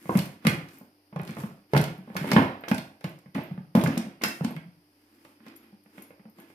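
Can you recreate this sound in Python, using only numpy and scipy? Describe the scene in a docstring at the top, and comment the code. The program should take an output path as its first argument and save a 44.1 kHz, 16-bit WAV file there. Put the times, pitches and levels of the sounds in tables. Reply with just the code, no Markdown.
"""High-heeled boots tread on a hard plastic suitcase lying on boards in a small tiled room, near a phone.
Treads boom, knock and snap at once; after a second weight rolls onto one foot and the plastic creaks. Harder
treads follow, the pull handle pings just after four seconds, and faint contacts close the scene. Soles scuff
and zip pulls jingle throughout. Shell and metal are decaying sines; cracks, snaps, scuffs and air are noise.
The room adds a diffuse tail; the two microphone ports differ in colour and delay."""
import sys
import numpy as np
from scipy import signal
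from scipy.fft import rfft, irfft, next_fast_len
from scipy.io import wavfile

SR = 44100
rng = np.random.default_rng(int(sys.argv[2]) if len(sys.argv) > 2 else 0)


def int16_out(signal):
    """Quantize to a 16-bit WAV file."""
    q = np.round(np.clip(np.atleast_2d(signal).T, -1, 1) * 32767)
    wavfile.write(sys.argv[1], SR, q.astype(np.int16))


N = 288414  # length in samples

# Source levels are those ahead of the room and the microphone.
# still air, relative spectrum: (frequency [Hz], density [dB])
AIR_COLOUR = [(18, -65.5), (30, -3), (90, -44.5), (245, -14), (295, -5), (632, -13), (760, -11.5),
              (1190, -18), (2680, -19), (3980, -23), (4910, -12), (7470, -34.5), (9460, -18.5),
              (13700, -19.5), (16000, -50.5)]
AIR_RMS_DB = -68.5
# mains hum: (frequency [Hz], rms level [dB])
MAINS_HUM = [(99, -78.5), (297, -70.5)]
# diffuse tail of the room: (frequency [Hz], t60 [s], level [dB])
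ROOM_TAIL = [(100, 0.46, 2), (189, 0.31, -7.5), (710, 0.46, 0.5), (1940, 0.39, 1), (4840, 0.34, 1),
             (11760, 0.34, -6)]
# likeness of diffuse sound at both ports: (frequency [Hz], likeness [share])
PORT_LIKENESS = [(100, 1), (400, 0.89), (1000, 0.86), (2500, 0.11), (6000, 0.1)]

# colour of the ports: (frequency [Hz], left minus right [dB])
PORT_BALANCE = [(60, -0.5), (110, -0.5), (200, 0.0), (380, -0.5), (700, -3.5), (1290, -5.5), (2380, -6.0),
                (4400, 1.5), (8120, 7.0), (15000, 14.0)]
# arrival at the ports: (frequency [Hz], lead of the left [s])
LEFT_LEAD = [(100, .00005), (600, .00013), (1550, .00032), (2300, .0004), (4000, .00036)]
# microphone colour common to both ports: (frequency [Hz], gain [dB])
CAPSULE_COLOUR = [(3000, 1.5), (3800, 0), (5000, 0.5), (7500, -6), (9500, -3.5), (14000, -4.5),
                  (15000, -17), (16300, -29.5)]
TOP_HZ, ROUND_AT = 16300, 1.2  # top cut; amplitude that rounded peaks approach

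# soles scuffing on the shell: (loudest moment [s], level [dB], hiss above level [dB], swell [s])
SCUFFS = [(0.188, -46, 4, 0.3), (0.47, -38.5, -7, 0.051), (0.751, -62.5, 6, 0.296), (1.3, -51, -5, 0.18),
          (1.4, -51.5, 4.5, 0.076), (1.769, -39.5, -0.5, 0.058), (1.92, -68, -17.5, 0.16),
          (2.172, -58, 12.5, 0.028), (2.298, -40, -4, 0.23), (2.361, -33.5, -6.5, 0.026),
          (2.692, -45.5, 2, 0.009), (2.788, -68.5, 11, 0.3), (3.05, -55, -1, 0.043),
          (3.352, -43, -6.5, 0.0097), (3.762, -38.5, -1.5, 0.012), (3.93, -44, -8, 0.15),
          (4.0, -51.5, -5, 0.11), (4.221, -43, -9, 0.015), (4.241, -55, 21.5, 0.015),
          (4.441, -48, -1.5, 0.025), (5.301, -68, 3, 0.9), (5.478, -58, -6, 0.12),
          (5.639, -63.5, -4.5, 0.12), (5.988, -58, 1.5, 0.14), (6.05, -86, 7.5, 0.14),
          (6.39, -58.5, -2, 0.06), (6.5, -65.5, 2.5, .08)]
SWELL_DB = 28.5  # rise over the swell
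RUB_FADE_DB_S, HISS_FADE_DB_S = 124.5, 151.5  # fading after the loudest moment, dB per second

# zip pulls knocking: (time [s], peak level [dB])
PULL_HITS = [(0.175, -36), (0.786, -40), (1.9804, -46.5), (2.61, -46), (3.092, -44), (3.4354, -40),
             (3.9494, -52), (4.508, -39), (5.5636, -35.5), (5.8376, -49.5), (6.0227, -30.5), (6.2986, -48),
             (6.4006, -40.5)]
# zip pull modes: (frequency [Hz], relative level [dB], t60 before the ring factor [s])
PULL_MODES = [(6880, -9, .02), (9930, -1, 0.026), (11400, 3, 0.09), (13500, 10, .03), (14050, -8, .03)]
# pull handle knocking: (time [s], peak level [dB])
HANDLE_KNOCKS = [(4.237, -16), (4.265, -57)]
# pull handle modes: (frequency [Hz], relative level [dB], t60 before the ring factor [s])
HANDLE_MODES = [(772, -2.5, 0.078), (1510, 6, 0.034), (1800, 4, 0.06), (2640, -7, 0.17)]

# snaps of plastic and leather under load: (time [s], peak level [dB], pitch [Hz])
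SNAPS = [(0.1731, -15.5, 11400), (0.1902, -19, 3900), (0.221, -32, 13500), (0.2577, -30.5, 13500),
         (0.342, -49, 4010), (0.45, -29, 4580), (0.469, -9.5, 4140), (0.4968, -20.5, 8940),
         (0.6868, -39, 4560), (0.7087, -48, 4720), (1.1614, -38.5, 5050), (1.276, -32.5, 3800),
         (1.735, -23, 4290), (1.766, -19, 5000), (1.7758, -15, 4140), (1.814, -17.5, 11200),
         (1.8402, -20, 4100), (2.1465, -40, 4890), (2.167, -16.5, 4900), (2.2733, -34, 12200),
         (2.3157, -14.5, 5530), (2.333, -15.5, 3920), (2.6846, -23.5, 5150), (2.7138, -25, 4250),
         (2.7458, -20.5, 8050), (2.7808, -24.5, 4060), (3.0087, -46, 4950), (3.0419, -30, 4800),
         (3.1887, -44.5, 9850), (3.347, -33.5, 5130), (3.7519, -20.5, 4650), (3.8134, -23.5, 3900),
         (3.8377, -17.5, 12800), (3.8737, -23, 5400), (3.9766, -20.5, 7150), (4.2196, -28.5, 4350),
         (4.2372, -10, 5670), (4.4464, -24, 6540), (4.564, -36, 3990), (5.249, -42, 4520),
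         (5.465, -42, 4690), (5.483, -40.5, 4300), (5.5597, -40, 14400), (6.385, -47.5, 11500)]
SNAP_TAIL, CREAK_TAIL = 0.58, 0.1  # rustle after a snap, relative to its start
# weight rolling onto one foot makes the plastic tick in an uneven run
CREAK_FROM_S, CREAK_TO_S, CREAK_GAP_S = 1.195, 1.44, 0.019
CREAK_DB, CREAK_SCATTER_DB, CREAK_HZ = -33, 3.0, 8020  # middle level, its spread, middle pitch

# contacts of heel and sole: (time [s], boom peak [dB], body peak [dB], knock peak [dB], boom pitch [Hz]) # each
# layer is set to its peak before the bass cut
TREADS = [(0.056, -37.5, -38, -43, 187), (0.094, -26, -13, -59, 200), (0.153, -11, -21, -26, 187),
          (0.182, -22.5, -25, -25, 163), (0.451, -18.5, -23.5, -23.5, 194.7),
          (0.468, -13.5, -14.5, -15, 160), (0.52, -22, -33, -44, 150.6), (0.812, -41, -42, -60, 219.6),
          (1.127, -40.5, -38, -49, 195), (1.161, -26, -26.5, -36.5, 164), (1.196, -26.5, -28, -31.5, 168.4),
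          (1.292, -30, -34.5, -36, 185.8), (1.369, -36, -26.5, -39, 205), (1.385, -33, -33, -42.5, 140),
          (1.436, -25.5, -31.5, -38.5, 191), (1.511, -42, -45, -59.5, 208.3),
          (1.735, -19, -9.5, -34.5, 168), (1.749, -14.5, -13.5, -21, 160.5), (1.764, -14, -13, -14.5, 155),
          (1.791, -17.5, -31, -41, 154.6), (1.882, -29, -51, -35.5, 171.6), (1.983, -36.5, -55, -56.5, 184),
          (2.076, -41.5, -37.5, -57.5, 231.8), (2.101, -37, -38, -43.5, 193.8),
          (2.154, -30.5, -25, -50.5, 206), (2.165, -28, -28.5, -20, 184), (2.211, -25.5, -35, -36.5, 166),
          (2.244, -30.5, -23, -44, 204), (2.317, -23.5, -13, -15, 242), (2.332, -14.5, -16, -26.5, 186),
          (2.364, -7, -6, -8.5, 193.3), (2.383, -14, -10.5, -27, 255), (2.42, -19, -15, -31.5, 199),
          (2.637, -50, -31, -31, 218), (2.681, -49.5, -29.5, -30, 208.6), (2.714, -12.5, -16, -19, 223),
          (2.779, -37, -41.5, -39, 172), (3.011, -79, -45.5, -46, 174), (3.043, -25, -28, -30.5, 171),
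          (3.259, -43, -49, -50, 178), (3.35, -27, -34, -30.5, 202), (3.358, -26.5, -28, -45, 261.5),
          (3.381, -30, -27, -41, 167.5), (3.511, -27.5, -38, -50.5, 168), (3.577, -28.5, -40, -41.5, 179),
          (3.751, -9, -12, -26, 221), (3.773, -11, -19.5, -34.5, 215), (3.837, -16.5, -17, -39, 162),
          (3.861, -17.5, -24.5, -20.5, 161), (3.88, -17.5, -20, -45.5, 245), (3.972, -19, -26, -32, 222.7),
          (4.065, -34, -40.5, -64, 198), (4.214, -40.5, -34, -34.5, 239.6), (4.236, -38, -19, -22, 238),
          (4.246, -32.5, -54, -19, 199), (4.266, -36.5, -36, -35, 191.6), (4.409, -22.5, -26.5, -37, 162),
          (4.447, -18.5, -25, -31.5, 219), (4.508, -41, -34, -59, 216), (4.551, -35.5, -52, -56, 151),
          (4.565, -35, -42, -34, 163.4), (4.657, -40.5, -59, -61, 182), (5.25, -65, -45.5, -45.5, 162),
          (5.403, -52.5, -57, -53, 234.7), (5.465, -47.5, -42.5, -43, 210), (5.726, -46.5, -53.5, -76, 201),
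          (5.86, -54.5, -54.5, -54.5, 196), (5.98, -44.5, -41, -40, 210), (6.106, -55, -41, -49, 192),
          (6.195, -48.5, -52, -48.5, 188.6), (6.254, -42.5, -46, -54, 185.8), (6.385, -53, -44.5, -59, 200),
          (6.501, -62, -49, -52, 199)]
# shell modes of the case: (frequency [Hz], relative level [dB], t60 before the ring factor [s])
SHELL_MODES = [(111.2, -3, 0.065), (137.3, -6, 0.045), (162.4, 0, 0.07), (177.6, -1.5, 0.07),
               (200.4, 1, 0.065), (236.7, -2.5, 0.055), (268.8, -2, 0.07), (315, 3, 0.066),
               (346.5, -8.5, 0.18), (415, 0.5, 0.15), (482, -12, 0.13), (548, 18.5, 0.013), (665, -2, 0.15),
               (723, -11, 0.055), (925, 0, 0.01), (1032, -20, 0.035), (1195, 13.5, 0.053),
               (1450, 11.5, 0.036), (1860, -7, 0.0067), (1963, -8.5, 0.032), (2210, -15, 0.011),
               (2550, -28, 0.014)]
BODY_FROM_HZ, KNOCK_FROM_HZ = 280, 1100  # splits of the shell modes
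BASS_CUT_HZ = 110
SWELL_HARD_S, SWELL_S_PER_DB = 0.003, 0.0007  # boom swell; more boom than body means a slower press
RING_HARD, RING_PER_DB = 0.85, 0.022  # ring factor of a full-scale blow; its growth per dB below that


def undb(db):
    """Turns decibels into an amplitude factor."""
    return 10 ** (np.asarray(db) / 20)


def on_log(hz, table, axis=1):
    """Reads a column of a table along log frequency."""
    table = np.array(table, float)
    return np.interp(np.log(np.maximum(hz, 1)), np.log(table[:, 0]), table[:, axis])


def band(x, lo_hz, hi_hz):
    """Keeps the band between two frequencies."""
    sos = signal.butter(2, [lo_hz, min(hi_hz, .45 * SR)], "band", fs=SR, output="sos")
    return signal.sosfilt(sos, x)


def peak(x, db):
    """Sets the highest peak of a sound to a level."""
    return x * undb(db) / np.max(np.abs(x))


def add(out, s, x):
    """Mixes x in at s seconds."""
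    i = max(int(s * SR), 0)
    out[:, i:i + x.shape[-1]] += x[..., :N - i]


def pair(size):
    """Two noise spectra, alike in the bass and nearly unrelated in the treble."""
    hz = np.fft.rfftfreq(size, 1 / SR)
    likeness = np.clip(on_log(hz, PORT_LIKENESS), 0, 1)
    mid, side = rfft(rng.standard_normal((2, size)))
    shared = np.sqrt((1 + likeness) / 2) * mid
    opposed = np.sqrt((1 - likeness) / 2) * side * np.array([[1], [-1]])
    return hz, shared + opposed


def scattered(size, share):
    """Noise for both ports; nearby surfaces make a share of its power differ between them."""
    common, left, right = rng.standard_normal((3, size))
    share = np.clip(share, 0, 1)
    return np.sqrt(1 - share) * common + np.sqrt(share) * np.array([left, right])


def ring(modes, t, chance, stretch, scatter_db, detune):
    """Decaying modes; where the blow lands decides how strongly each one speaks."""
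    hz, db, t60 = np.transpose(modes)[:, :, None]
    size = undb(db + scatter_db * chance[0][:, None])
    fade = np.exp(-np.log(1000) * t / (t60 * stretch))
    pitch = hz * (1 + detune * chance[1][:, None])
    return size * fade * np.sin(2 * np.pi * pitch * t)


def air():
    """Still air of the room as coloured noise, and a faint mains hum."""
    hz, noise = pair(N)
    hush = irfft(noise * undb(on_log(hz, AIR_COLOUR)), N)
    t = np.arange(N) / SR
    hum = sum(np.sqrt(2) * undb(db) * np.sin(2 * np.pi * f * t) for f, db in MAINS_HUM)
    return hush * undb(AIR_RMS_DB) / hush.std() + hum


def room(x):
    """Direct sound plus a diffuse tail whose every band fades at its own rate."""
    size = int(.7 * SR)
    t = np.arange(size) / SR
    hz, noise = pair(size)
    tail = np.zeros((2, size))
    for centre in 60 * 2 ** np.arange(0, 8.5, .5):
        # overlapping triangles half an octave apart
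        weight = np.clip(1 - 2 * np.abs(np.log2(np.maximum(hz, 1) / centre)), 0, 1)
        part = irfft(noise * weight, size)
        fade = np.exp(-np.log(1000) * t / on_log(centre, ROOM_TAIL))
        fade = fade * (1 - np.exp(-t / 0.0032))  # the tail builds up in milliseconds
        level = undb(on_log(centre, ROOM_TAIL, axis=2))
        tail += part * fade * level / np.sqrt(np.sum(fade ** 2))
    return x + signal.fftconvolve(x.mean(0)[None], tail, axes=1)[:, :N]


def strokes(levels_db, fade_db_s):
    """Every scuff swells to its loudest moment and then fades steadily; their powers add."""
    t, power = np.arange(N) / SR, 0
    for (s, _, _, swell_s), db in zip(SCUFFS, levels_db):
        rise_db = SWELL_DB * (s - t) / max(swell_s, .01)
        drop_db = np.where(t < s, rise_db, fade_db_s * (t - s))
        power = power + undb(db - drop_db) ** 2
    return np.sqrt(power)


def scuff():
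    """Dense uneven grains of rubbing that drive the shell and hiss."""
    _, db, hiss_db, _ = np.transpose(SCUFFS)
    # a new grain size every 40 samples
    size_db = 2.5 * np.minimum(rng.exponential(size=N // 40 + 1), 4)
    grains = scattered(N, 1.0) * undb(size_db).repeat(40)[:N]
    body = band(grains, 500, 2700)
    hiss = band(grains, 5600, 22000)
    boom = band(grains.mean(0), 230, 360)
    rub = body / body.std() + undb(4.5) * boom / boom.std()
    rubbing = rub * strokes(db, RUB_FADE_DB_S)
    return rubbing + hiss / hiss.std() * strokes(db + hiss_db, HISS_FADE_DB_S)


def small_parts(hits, modes, scatter_db):
    """Small hard parts ring thin and clear in a few modes, each hit with its own balance."""
    out, t = np.zeros((2, N)), np.arange(int(.25 * SR)) / SR
    chance = rng.standard_normal((len(hits), 2, len(modes)))
    for (s, db), luck in zip(hits, chance):
        tone = ring(modes, t, luck, 0.86, scatter_db, detune=0.012).sum(0)
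        add(out, s, peak(tone, db))
    return out


def creak():
    """Stress let go in an uneven run of snaps, scattered in time, level and pitch."""
    starts = np.arange(CREAK_FROM_S, CREAK_TO_S, CREAK_GAP_S)
    luck = rng.standard_normal((len(starts), 3)).T
    times = starts + 0.13 * CREAK_GAP_S * luck[0]
    levels_db = CREAK_DB + CREAK_SCATTER_DB * luck[1]
    pitches_hz = np.clip(CREAK_HZ * np.exp(0.42 * luck[2]), 4000, 13500)
    return np.transpose([times, levels_db, pitches_hz])


def ticks():
    """Loaded plastic and leather snap in short noise bursts, broad with a centre of their own."""
    out, t = np.zeros((2, N)), np.arange(int(.05 * SR)) / SR
    run = creak()
    tails = [SNAP_TAIL] * len(SNAPS) + [CREAK_TAIL] * len(run)
    for (s, db, hz), tail in zip([*SNAPS, *run], tails):
        fade = np.exp(-t / 0.00014) + tail * np.exp(-t / 0.0053)
        snap = scattered(len(t), 0.9) * fade
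        centred = band(snap, hz / 1.8, hz * 1.425)
        add(out, s, peak(centred + band(snap, 2500, 15000), db))
    return out


def boots():
    """Boom, body and knock of the shell's modes; loose parts rattle in the upper ones."""
    out, t = np.zeros((2, N)), np.arange(int(.2 * SR)) / SR
    hz = np.array(SHELL_MODES)[:, 0]
    low, high = hz < BODY_FROM_HZ, hz > KNOCK_FROM_HZ
    chance = rng.standard_normal((len(TREADS), 2, len(SHELL_MODES)))
    for (s, boom_db, body_db, knock_db, boom_hz), luck in zip(TREADS, chance):
        # a lighter tread damps the shell less
        stretch = np.clip(RING_HARD - RING_PER_DB * max(boom_db, body_db), .3, 3)
        modes = ring(SHELL_MODES, t, luck, stretch, scatter_db=3.0, detune=0.022)

        # the loaded panel favours the modes near its own pitch
        near = np.exp(-(np.log(hz[low] / boom_hz) / .085) ** 2)
        # the weight comes on over some milliseconds, more slowly under a soft sole
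        swell_s = SWELL_HARD_S + SWELL_S_PER_DB * np.clip(boom_db - body_db, 0, 15)
        boom = near @ modes[low] * (1 - np.exp(-t / swell_s))

        # noise of the crack and rattle
        fade = np.exp(-t / 0.0042) + 0.84 * np.exp(-t / (0.004 * stretch))
        thud = band(band(scattered(len(t), 0.033) * fade, 190, 1330), 170, 1170)
        body = peak(modes[~low & ~high].sum(0), 0) + peak(thud, -5)
        crack = band(band(scattered(len(t), 0.85) * fade, 1000, 2400), 650, 3600)
        knock = peak(modes[high].sum(0), -16.0) + peak(crack, 0)
        add(out, s, peak(boom, boom_db) + peak(body, body_db) + peak(knock, knock_db))
    # deep bass is cut away
    return signal.sosfilt(signal.butter(2, BASS_CUT_HZ, "high", fs=SR, output="sos"), out)


def scene():
    """Boots, snaps, small parts and scuffs sound in the room, over its still air."""
    pulls = small_parts(PULL_HITS, PULL_MODES, scatter_db=8.0)
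    handle = small_parts(HANDLE_KNOCKS, HANDLE_MODES, scatter_db=3.0)
    return room(boots() + ticks() + pulls + handle + scuff()) + air()


def record(dry):
    """The left port hears earlier and brighter, the right fuller in the middle; peaks round off, the top is cut."""
    size = next_fast_len(N + 4096)
    hz = np.fft.rfftfreq(size, 1 / SR)
    # half of the level and time difference goes to each port, in opposite directions
    lead = np.exp(1j * np.pi * hz * on_log(hz, LEFT_LEAD))
    half = undb(on_log(hz, PORT_BALANCE) / 2) * lead
    coloured = rfft(dry, size) * undb(on_log(hz, CAPSULE_COLOUR))
    ports = irfft(coloured * np.array([half, 1 / half]), size)[:, :N]
    rounded = ROUND_AT * np.tanh(ports / ROUND_AT)
    return signal.sosfilt(signal.ellip(8, .2, 70, TOP_HZ, fs=SR, output="sos"), rounded)


dry = scene()
out = record(dry)
int16_out(out)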